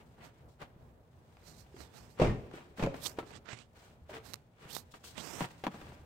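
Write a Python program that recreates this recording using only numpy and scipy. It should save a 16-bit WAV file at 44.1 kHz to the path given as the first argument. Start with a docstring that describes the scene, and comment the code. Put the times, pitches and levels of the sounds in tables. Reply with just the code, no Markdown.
"""Far traffic rumbles as someone holding a phone walks to a parked car, shoes scuffing and crunching
on gritty pavement. From the first steps on, a finger keeps sliding over the right microphone port,
rubbing and hissing. At 2.2 s and 2.8 s two other doors of the car whoosh shut: latches click, panels
thud and nearby walls echo. A rubber sole squeaks just after 4 s, and near the end feet knock hard
against the sill (the ledge under the door) as the walker climbs in."""
import sys
import numpy as np
from scipy import signal
from scipy.fft import rfft, irfft
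from scipy.io import wavfile

SR = 44100
rng = np.random.default_rng(int(sys.argv[2]) if len(sys.argv) > 2 else 0)


def store_pcm(level_fs):
    """Save levels as 16-bit WAV."""
    pcm = np.round(np.clip(level_fs, -1, 1) * 32767).astype(np.int16)
    wavfile.write(sys.argv[1], SR, np.atleast_2d(pcm).T)


N = 266805
TIME = np.arange(N) / SR


def amp(db):
    """Turns decibels into a number to multiply a sound by."""
    return 10 ** (np.asarray(db) / 20)


def unit(x):
    """Scales a signal to an average (rms) size of 1."""
    return x / np.sqrt(np.mean(x ** 2) + 1e-20)


def at_pitch(points, hz):
    """Looks up a table at any pitch, blending between its rows."""
    pitches, values = np.transpose(points)
    return np.interp(np.log(hz + 1), np.log(pitches + 1), values)


def curves(rows):
    """Turns each column of a time table into a value for every sample."""
    times, *columns = np.transpose(rows)
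    return [np.interp(TIME, times, column) for column in columns]


def add(mix, start_s, sound):
    """Mixes a sound in at the given time."""
    part = mix[..., round(start_s * SR):][..., :sound.shape[-1]]
    part += sound[..., :part.shape[-1]]


def through(x, response):
    """Passes each channel through a filter or an echo."""
    return signal.fftconvolve(np.atleast_2d(x), np.atleast_2d(response), axes=1)[:, :N]


def colour(x, tone, size=4096):
    """Makes some pitches stronger and others weaker, following a tone table."""
    log_gain = np.log(amp(at_pitch(tone, abs(np.fft.fftfreq(size, 1 / SR)))))
    spectrum = np.exp(np.conj(signal.hilbert(log_gain)))  # rings after a hit, never before
    taps = np.fft.ifft(spectrum).real[:size // 2]
    return through(x, taps / np.linalg.norm(taps))


def wander(hz):
    """A smooth random wobble, up to about hz times a second."""
    spectrum = rfft(rng.standard_normal(N))
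    return unit(irfft(spectrum / (1 + (np.fft.rfftfreq(N, 1 / SR) / hz) ** 4), N))


def dying(fade_s):
    """Half a second of a fade that drops 60 dB every fade_s."""
    return 1000 ** (-TIME[:SR // 2] / max(fade_s, 1e-4))


# How alike left and right sound, from 0 to 1: pitch_hz, likeness
LIKENESS = [(50, 0.88), (300, 0.92), (600, 0.59), (1200, 0), (2500, 0.016), (5000, 0.096), (16000, 0.18)]
def two_ports(pair):
    """The phone's two microphone holes (ports) are close, so they share bass but not treble."""
    size = pair.shape[1]
    a, b = rfft(pair)
    alike = np.clip(at_pitch(LIKENESS, np.fft.rfftfreq(size, 1 / SR)), 0, 1)
    mid, side = a * np.sqrt((1 + alike) / 2), b * np.sqrt((1 - alike) / 2)
    return irfft(np.array([mid + side, mid - side]), size)


# Tone of far traffic: pitch_hz, gain_db
TRAFFIC_TONE = [(12, -43), (20, -23), (65, 0), (123, -0.5), (172, -5), (198, -12.5), (234, -5.5),
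                (277, -14.5), (319, -13.5), (459, -13), (738, -15.5), (1710, -31), (4060, -66.5),
                (6180, -51), (16000, -43.5)]
# Its loudness as the car screens it off: time_s, level_db
TRAFFIC_LEVEL = [(0, -58.5), (2, -59), (3.6, -62), (4.5, -63.5), (5, -63.5), (6.05, -55.5)]
def traffic(hum_hz=120.8, hum_db=-72):
    """Far traffic makes a low rumble with a wavering hum in it."""
    rumble = unit(colour(two_ports(rng.standard_normal((2, N))), TRAFFIC_TONE))
    hum = np.sin(2 * np.pi * np.cumsum(hum_hz + 12 * wander(26.7)) / SR)
    hum *= amp(hum_db + 1.3 * wander(5.7))
    return rumble * amp(curves(TRAFFIC_LEVEL)[0] + 2.1 * wander(5.9)) + hum


def friction(per_s, spread_db, smooth, clump_db):
    """Rubbing makes tiny slips of uneven size, coming in clumps over a smooth hiss."""
    sizes = amp(spread_db * np.minimum(rng.exponential(1, N), 4)) * rng.choice([-1, 1], N)
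    slips = unit(sizes * (rng.random(N) < per_s / SR))
    return unit((slips + smooth * rng.standard_normal(N)) * amp(clump_db * wander(66.3)))


def slide(peak_s, rise_s, hold_s, fall_s, range_db=33.5):
    """Loudness of one slide: it climbs range_db in rise_s, holds, and sinks as far in fall_s."""
    before = np.maximum(peak_s - TIME, 0) / max(rise_s, 1e-3)
    after = np.maximum(TIME - peak_s - hold_s, 0) / max(fall_s, 1e-3)
    return amp(-range_db * np.minimum(before + after, 10))


# Trousers rustling with the pace of the walk: time_s, level_db
RUSTLE_LEVEL = [(0, -75.5), (.9, -85), (1.4, -73.5), (2.3, -74), (3.4, -80), (4.5, -83), (5.3, -69),
                (6.05, -82)]
# Shoes dragging, clothes swishing, and a whoosh just before each door shuts:
# peak_s, rise_s, hold_s, fall_s, scrape_db, swish_db
SCUFFS_AND_WHOOSHES = [(.005, 0.048, 0.0037, 0.067, -56.5, -69), (0.225, 0.12, 0.009, 0.16, -54, -69),
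                       (0.36, .1, 0.068, 0.092, -68.5, -79), (0.487, .05, .04, .08, -83, -72),
                       (0.606, .035, 0.017, 0.12, -53, -66), (2.182, 0.035, .01, .03, -52.5, -66),
                       (2.54, .035, 0.039, 0.19, -50, -62.5), (2.776, 0.023, 0.069, .08, -52.5, -56),
                       (2.955, 0.048, .01, 0.26, -54, -60.5), (3.057, .1, 0.058, 0.11, -59, -72),
                       (3.172, 0.022, .03, 0.17, -55, -64.5), (3.764, 0.058, 0.1, 0.26, -61.5, -65.5),
                       (4.058, 0.033, 0.019, 0.037, -71, -88.5), (4.098, .025, 0.021, 0.049, -53, -59),
                       (4.138, 0.055, 0.032, 0.086, -45.5, -59), (4.36, 0.17, .01, 0.12, -72, -71),
                       (4.628, 0.12, 0.016, 0.32, -53.5, -63), (4.917, 0.021, .005, 0.033, -103, -59),
                       (4.944, 0.014, 0.028, 0.035, -57.5, -62.5), (5.008, .015, .003, .04, -80, -70),
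                       (5.043, 0.021, 0.041, .13, -59.5, -50), (5.411, 0.082, 0.038, 0.056, -40.5, -47),
                       (5.507, 0.043, 0.0073, 0.05, -59, -59.5), (5.588, 0.1, 0.017, .2, -67, -65),
                       (5.724, 0.094, .19, 0.33, -56.5, -64.5)]
# Tone of the scraping: pitch_hz, gain_db
SCRAPE_TONE = [(60, -11.5), (200, 1.5), (450, 3), (900, 0.5), (1800, -1.5), (3000, -6.5), (5000, -22),
               (16000, -60)]
# Tone of the swishing: pitch_hz, gain_db
SWISH_TONE = [(1000, -39), (2500, -4.5), (3500, 1.5), (6000, -2), (8500, -2.5), (10500, -12.5), (16000, -9)]
def scuffs_and_whooshes():
    """Grit rolls under the soles and cloth rubs; the same noises make each swinging door's whoosh."""
    swish = amp(curves(RUSTLE_LEVEL)[0])
    scrape = swish * amp(4)  # soles keep shifting on grit between drags
    for *timing, scrape_db, swish_db in SCUFFS_AND_WHOOSHES:
        swell = slide(*timing)
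        scrape = np.hypot(scrape, amp(scrape_db) * swell)
        swish = np.hypot(swish, amp(swish_db) * swell)
    grit = np.array([friction(1500, spread_db=5.2, smooth=1, clump_db=1.45) for _ in range(2)])
    cloth = np.array([friction(3000, spread_db=1.5, smooth=1.8, clump_db=2.5) for _ in range(2)])
    scraping = colour(two_ports(grit) * scrape * amp(-1), SCRAPE_TONE)
    return scraping + colour(cloth * swish * amp(-2.5), SWISH_TONE)


def ring(notes, pitch=1):
    """A struck object rings with several fading notes; raising the pitch also shortens them."""
    sound = np.zeros(SR // 2)
    for k, (hz, db, fade_s) in enumerate(notes):
        wave = (-1) ** k * np.sin(2 * np.pi * hz * pitch * TIME[:SR // 2])  # every other one flipped
        sound += amp(db) * dying(fade_s / pitch) * wave
    return sound


def blows(hits, notes, burst_tone, grain_db, contact_s):
    """Each blow rings an object and sets off a fading burst of tiny clicks."""
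    body, burst_power = np.zeros(N), np.zeros(N)
    press = 1 - np.exp(-TIME[:SR // 2] / contact_s)  # rubber gives before it grips
    for start_s, body_db, burst_db, fade_s, pitch in hits:
        tone = ring(notes, pitch) * press
        add(body, start_s, amp(body_db) * tone / abs(tone).max())
        add(burst_power, start_s, (amp(burst_db) * dying(fade_s) * press) ** 2)
    clicks = np.array([friction(2500, grain_db, smooth=0.99, clump_db=0.15) for _ in range(2)])
    return body + colour(two_ports(clicks * np.sqrt(burst_power)), burst_tone)


# Footfalls and knocks on the car: start_s, knock_db, crunch_db, crunch_fade_s, pitch_factor
STEPS = [(.184, -49.5, -64, .026, 0.81), (.616, -68, -42, .09, 1.2), (1.326, -62, -64, .012, 3),
         (1.369, -52.5, -52, 0.011, 2.7), (1.765, -51, -46, 0.021, 1.46), (2.513, -53, -44.5, 0.014, 2.7),
         (3.187, -33, -35.5, 0.065, 1.18), (3.228, -40.5, -61, 0.16, 1.13), (3.307, -51, -47, 0.027, 0.91),
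         (4.097, -54, -49, .038, 0.8), (4.939, -62, -44, .05, 2), (5.041, -53, -47, 0.013, 2.1),
         (5.407, -27, -35.5, 0.069, 1.04), (5.416, -30, -45, .05, .596), (5.638, -33, -35, 0.085, 1.48),
         (5.667, -23, -27, 0.02, 1.087), (5.743, -40, -53.5, 0.17, 0.73), (5.814, -44, -41.5, 0.022, 1.36),
         (5.92, -45, -60, .08, 0.71)]
# Notes that shoe and sill ring with: pitch_hz, level_db, fade_s
SHOE_AND_SILL_NOTES = [(169, -8.5, 0.19), (273, 5.5, 0.049), (332, -9, 0.058), (496, -6, 0.048),
                       (630, -4.5, 0.043), (926, 0.5, 0.031), (1303, 0, 0.0087), (1510, -15, 0.006),
                       (1830, 2, 0.0074), (2870, -10.5, 0.0028), (3960, -13, 0.016)]
# Tone of grit crushed under a sole: pitch_hz, gain_db
CRUNCH_TONE = [(80, -3.5), (300, -4.5), (800, 3), (1800, -4.5), (3500, -11.5), (5500, -21.5), (8500, -27),
               (10500, -31.5), (16000, -32)]
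def steps():
    """The heel lands, then the sole settles just after it, softer and lower."""
    soles = [(start_s + 0.011, knock_db - 8, crunch_db - 12, fade_s, pitch * 0.792)
             for start_s, knock_db, crunch_db, fade_s, pitch in STEPS]
    return blows(list(STEPS) + soles, SHOE_AND_SILL_NOTES, CRUNCH_TONE, grain_db=2.5, contact_s=0.0002)


# The gap under the finger shuts out sound below its own pitch: multiple_of_gap_pitch, gain_db
GAP_TONE = [(.3, -32), (.7, -17), (.87, -9), (1, 4), (1.2, 1), (1.5, 1), (2, -2), (3.5, -2.5), (5, -4),
            (7.5, -19)]
# Tone of the microphone port itself: pitch_hz, gain_db
PORT_TONE = [(1000, 8.5), (4000, 0), (6500, -1.5), (8500, -0.5), (10300, -9.5), (13000, -3), (16000, -14)]
def through_gap(hiss, rub, gap_hz, treble_db, seal, size=512):
    """Hiss passes the changing gap under the finger, whistles faintly and joins the rub in the case."""
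    hz, times, (port, case) = signal.stft(np.array([hiss, rub]), SR, nperseg=size)
    multiple = hz[:, None] / np.interp(times, TIME, gap_hz)
    octaves = np.log2(multiple + 1e-6)
    whistle_db = 2.5 * np.exp(-(octaves / 0.024) ** 2)
    bright_db = np.interp(hz, [8000, 11000], [0, 1])[:, None] * np.interp(times, TIME, treble_db)
    gain = amp(at_pitch(GAP_TONE, multiple) + whistle_db + bright_db + at_pitch(PORT_TONE, hz)[:, None])
    gain /= np.sqrt(np.mean(gain ** 2, axis=0))
    # As the finger seals the port, case and gap cancel just below the gap's pitch.
    dip_shape = np.exp(-((octaves - np.log2(0.85)) / 0.19) ** 2)
    dip = amp(-12 * np.interp(times, TIME, seal) * dip_shape)
    return signal.istft(port * gain + case * dip, SR, nperseg=size)[1][:N]


# A finger sliding over the port:
# peak_s, rise_s, hold_s, fall_s, rub_db, hiss_db, treble_db, gap_pitch_hz, glide_octaves_per_s
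FINGER_STROKES = [(0.248, 0.065, .008, 0.082, -48.5, -58, -1, 4260, 3),
                  (.79, .1, 0.11, 0.35, -69, -83, -10, 4200, 4),
                  (1.48, 0.12, 0.018, 0.12, -55, -55, -2, 4140, 1),
                  (1.594, 0.22, 0.02, 0.067, -60.5, -57, -0.5, 4100, 1.5),
                  (1.809, 0.12, .01, 0.13, -49, -52, -3, 4100, -4),
                  (1.955, .08, 0.022, 0.25, -50, -55.5, -2.5, 3900, 3.5),
                  (2.102, .05, 0.0069, 0.19, -72, -63, 0, 4040, 5),
                  (2.95, .04, 0.016, .15, -60, -66, 8, 3600, -8.5),
                  (3.035, 0.057, 0.039, 0.085, -46, -40, 3, 3650, 5),
                  (3.06, 0.032, 0.0084, 0.024, -41, -31, -1, 3300, -3),
                  (3.266, 0.032, .04, 0.12, -54, -60.5, -6, 3200, 10),
                  (3.352, .12, .022, 0.032, -46.5, -52.5, -23, 2970, 11),
                  (3.457, 0.015, 0.0079, .06, -58, -57, -11, 1310, 3),
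                  (3.493, 0.047, 0.042, .07, -44.5, -44.5, -34, 1400, 9.5),
                  (3.574, 0.068, 0.049, 0.062, -53, -55.5, -19, 2180, 6),
                  (4.253, .05, 0.055, 0.11, -49.5, -54, 2, 3960, 0.5),
                  (4.706, 0.062, 0.026, .08, -50.5, -46.5, 3, 2920, 18),
                  (4.751, 0.065, 0.033, 0.057, -47.5, -42, 3.5, 3560, 3),
                  (5.181, 0.042, 0.027, 0.082, -40.5, -41.5, -7, 2540, 15),
                  (5.252, 0.17, 0.15, 0.069, -41, -46.5, -2.5, 4670, 2.2)]
# Skin catching and letting go: start_s, case_knock_db, port_tick_db, fade_s
SKIN_SNAGS = [(1.804, -38.5, -46, 0.021), (3.062, -28.5, -30.5, 0.012), (3.364, -39, -39.5, 0.0074),
              (3.459, -48, -51, 0.014), (3.488, -35.5, -39, 0.014), (3.518, -39, -35, 0.0071),
              (3.532, -38, -43, .014), (3.589, -56, -34.5, 0.0053), (4.336, -33, -24.5, 0.0041),
              (4.341, -25.5, -25.5, 0.0061), (4.357, -46, -43, 0.0064), (4.75, -43, -30.5, 0.023),
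              (4.766, -24.5, -24.5, 0.0063), (5.179, -28.5, -35, 0.02), (5.488, -45, -53, 0.0064)]
# Tone of a touch heard through the phone's case: pitch_hz, gain_db
CASE_TONE = [(40, -15), (120, 6), (400, 1.5), (900, -0.5), (1800, -5), (2800, -7.5), (4200, -12),
             (7000, -21.5), (16000, -38)]
def finger(case_slowness=1.35, sealed_db=-35.5):
    """Skin slips and snags over the right port, heard through the case and through the gap."""
    rub, hiss, treble_db, gap_hz = np.zeros(N), np.zeros(N), np.zeros(N), np.ones(N)
    for peak_s, rise, hold, fall, rub_db, hiss_db, bright_db, hz, glide in FINGER_STROKES:
        press = amp(hiss_db) * slide(peak_s, rise, hold, fall)
        gliding_hz = hz * 2 ** (glide * np.clip(TIME - peak_s, -rise, hold + fall))
        firmest = press > hiss  # the firmest stroke sets the gap
        gap_hz = np.where(firmest, gliding_hz, gap_hz)
        treble_db = np.where(firmest, bright_db, treble_db)
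        hiss = np.hypot(hiss, press)
        slow_swell = slide(peak_s, rise * case_slowness, hold, fall * case_slowness)
        rub = np.hypot(rub, amp(rub_db) * slow_swell)
    slips = friction(3500, spread_db=2.35, smooth=0.82, clump_db=0.97)
    knocks, ticks = np.zeros(N), np.zeros(N)
    for start_s, knock_db, tick_db, fade_s in SKIN_SNAGS:
        burst = dying(fade_s) * rng.standard_normal(SR // 2)
        add(knocks, start_s, amp(knock_db) * burst)
        add(ticks, start_s, amp(tick_db) * burst)
    seal = np.minimum(rub / amp(sealed_db), 1) ** 2
    case_rub = colour(slips * rub * amp(-3), CASE_TONE)[0]
    rubbing = through_gap(slips * hiss + ticks, case_rub, gap_hz, treble_db, seal)
    return (rubbing + colour(knocks, CASE_TONE)) * amp([[-29], [0]])  # the left gets only a trace


# Single notes ringing from slammed doors, latches, soles and bumps on the phone:
# start_s, pitch_hz, level_db, fade_s
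SHORT_RINGS = [(0.762, 153, -44.5, 0.03), (1.743, 377, -43.5, 0.056), (2.198, 503, -21, 0.073),
               (2.217, 411, -15, 0.04), (2.218, 616, -22, 0.068), (2.222, 329, -20.5, 0.049),
               (2.827, 121, -27.5, 0.088), (2.539, 345, -36, 0.033), (2.872, 545, -22.5, 0.039),
               (3.186, 440, -25, 0.026), (3.199, 1320, -49, 0.16), (3.531, 122, -41, 0.11),
               (4.018, 76.4, -50, 0.62), (4.094, 613, -40, 0.053), (4.655, 138, -42, 0.11),
               (5.997, 74, -51, 0.52)]
def short_rings():
    """A struck door, latch, sole or phone rings with notes that quickly fade."""
    sound = np.zeros(N)
    for start_s, *note in SHORT_RINGS:
        add(sound, start_s, ring([note]))
    return sound


# Latches touching and catching: start_s, thud_db, clatter_db, clatter_fade_s, pitch_factor
LATCHES = [(2.188, -67, -42.5, 0.15, 11), (2.198, -49, -29, 0.29, 2.7), (2.784, -57, -40.5, .065, 2.4),
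           (2.795, -49, -33.5, 0.24, 3.5), (2.835, -36, -24.5, 0.037, 1.06), (2.862, -34, -30, 0.026, 1.1),
           (2.942, -55, -35, 0.043, 1.3)]
# Doors meeting their frames:
# start_s, thud_db, clatter_db, first_shudder_after_s, clatter_fade_s, pitch_factor_per_shudder
DOOR_SLAMS = [(2.216, -19, -25, .0287, 0.17, .887), (2.825, -23.5, -31, .0084, 0.11, .939)]
# Notes that a door panel rings with: pitch_hz, level_db, fade_s
PANEL_NOTES = [(55.6, -4, 0.25), (80, -6, 0.095), (127.5, 5.5, 0.088), (155, -4.5, 0.22),
               (251.6, -3.5, 0.11), (276, -11.5, 0.23), (351, -1.5, 0.047), (481, -1, 0.046),
               (500, -16, 0.49), (620, -16.5, 0.057), (813, -27.5, 0.46), (966, -33, 0.19),
               (1264, -25, 0.244), (2270, -15, 0.1)]
# Tone of the latch and trim clattering: pitch_hz, gain_db
CLATTER_TONE = [(60, -9.5), (200, 4), (500, 0), (900, -3.5), (1500, -11.5), (2500, -14.5), (4000, -23),
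                (8000, -32.5), (10500, -43), (16000, -46)]
def doors():
    """Each door latches, hits its frame and shudders against it, ever faster, weaker and lower."""
    hits = list(LATCHES)
    for start_s, thud_db, clatter_db, wait_s, fade_s, sag in DOOR_SLAMS:
        for k in range(4):
            pitch = 1.16 * sag ** k  # the panel is tightest at the first blow
            hits.append((start_s, thud_db - 1.5 * k, clatter_db - 5.5 * k, fade_s, pitch))
            start_s += wait_s * 0.91 ** k
    return amp([[0.2], [-0.2]]) * blows(hits, PANEL_NOTES, CLATTER_TONE, grain_db=-1, contact_s=0.000067)


# The squeak of one shoe: time_s, pitch_hz, level_db
SOLE_SQUEAK = [(4.11, 399, -56), (4.135, 407, -56), (4.16, 444, -59), (4.185, 458, -53.5),
               (4.215, 437, -70)]
def squeak():
    """A rubber sole twists and gives one short, unsteady note."""
    hz, level_db = curves(SOLE_SQUEAK)
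    sounding = (TIME > SOLE_SQUEAK[0][0]) & (TIME < SOLE_SQUEAK[-1][0])
    phase = 2 * np.pi * np.cumsum(hz * (1 + 0.027 * wander(80))) / SR
    return np.sqrt(2) * np.sin(phase) * amp(level_db) * sounding


# How long the echo from nearby walls lasts: pitch_hz, fade_s
WALL_FADES = [(60, 0.37), (250, 1.97), (600, 0.97), (2000, 1.4), (5000, 1.4), (12000, 0.98)]
def echo(x, early_db, early_fade_s, late_db, size=256):
    """Sound bounces quickly off ground and car, then comes back from the walls in a long tail."""
    t = TIME[:SR + SR // 2]
    hz, times, noise = signal.stft(two_ports(rng.standard_normal((2, len(t)))), SR, nperseg=size)
    fade = 1000 ** (-times / at_pitch(WALL_FADES, hz)[:, None])
    late = signal.istft(noise * fade, SR, nperseg=size)[1][:, :len(t)]
    late *= 1 - np.exp(-t / 0.01)
    early = two_ports(rng.standard_normal((2, SR // 2))) * dying(early_fade_s) * (t[:SR // 2] > 0.004)
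    early *= amp(early_db) / np.linalg.norm(early[0])
    late *= amp(late_db) / np.linalg.norm(late[0])
    return through(x, early) + through(x, late)


def scene():
    """The doors fill the space, the feet are close, and the finger is right at the microphone."""
    slams = doors() + short_rings()
    close = amp([[0.5], [-0.5]]) * (steps() + scuffs_and_whooshes() + squeak())  # slightly to the left
    slams = slams + echo(slams, early_db=-8.5, early_fade_s=0.41, late_db=-18)
    close = close + echo(close, early_db=-9, early_fade_s=0.047, late_db=-18)
    return slams + close + finger() + traffic()


def record(dry):
    """The phone cuts off the highest treble."""
    top_hz = 15900
    low_pass = signal.firwin(511, top_hz, window=("kaiser", 9), fs=SR)
    return signal.oaconvolve(dry, low_pass[None], "same")


dry = scene()
out = record(dry)
store_pcm(out)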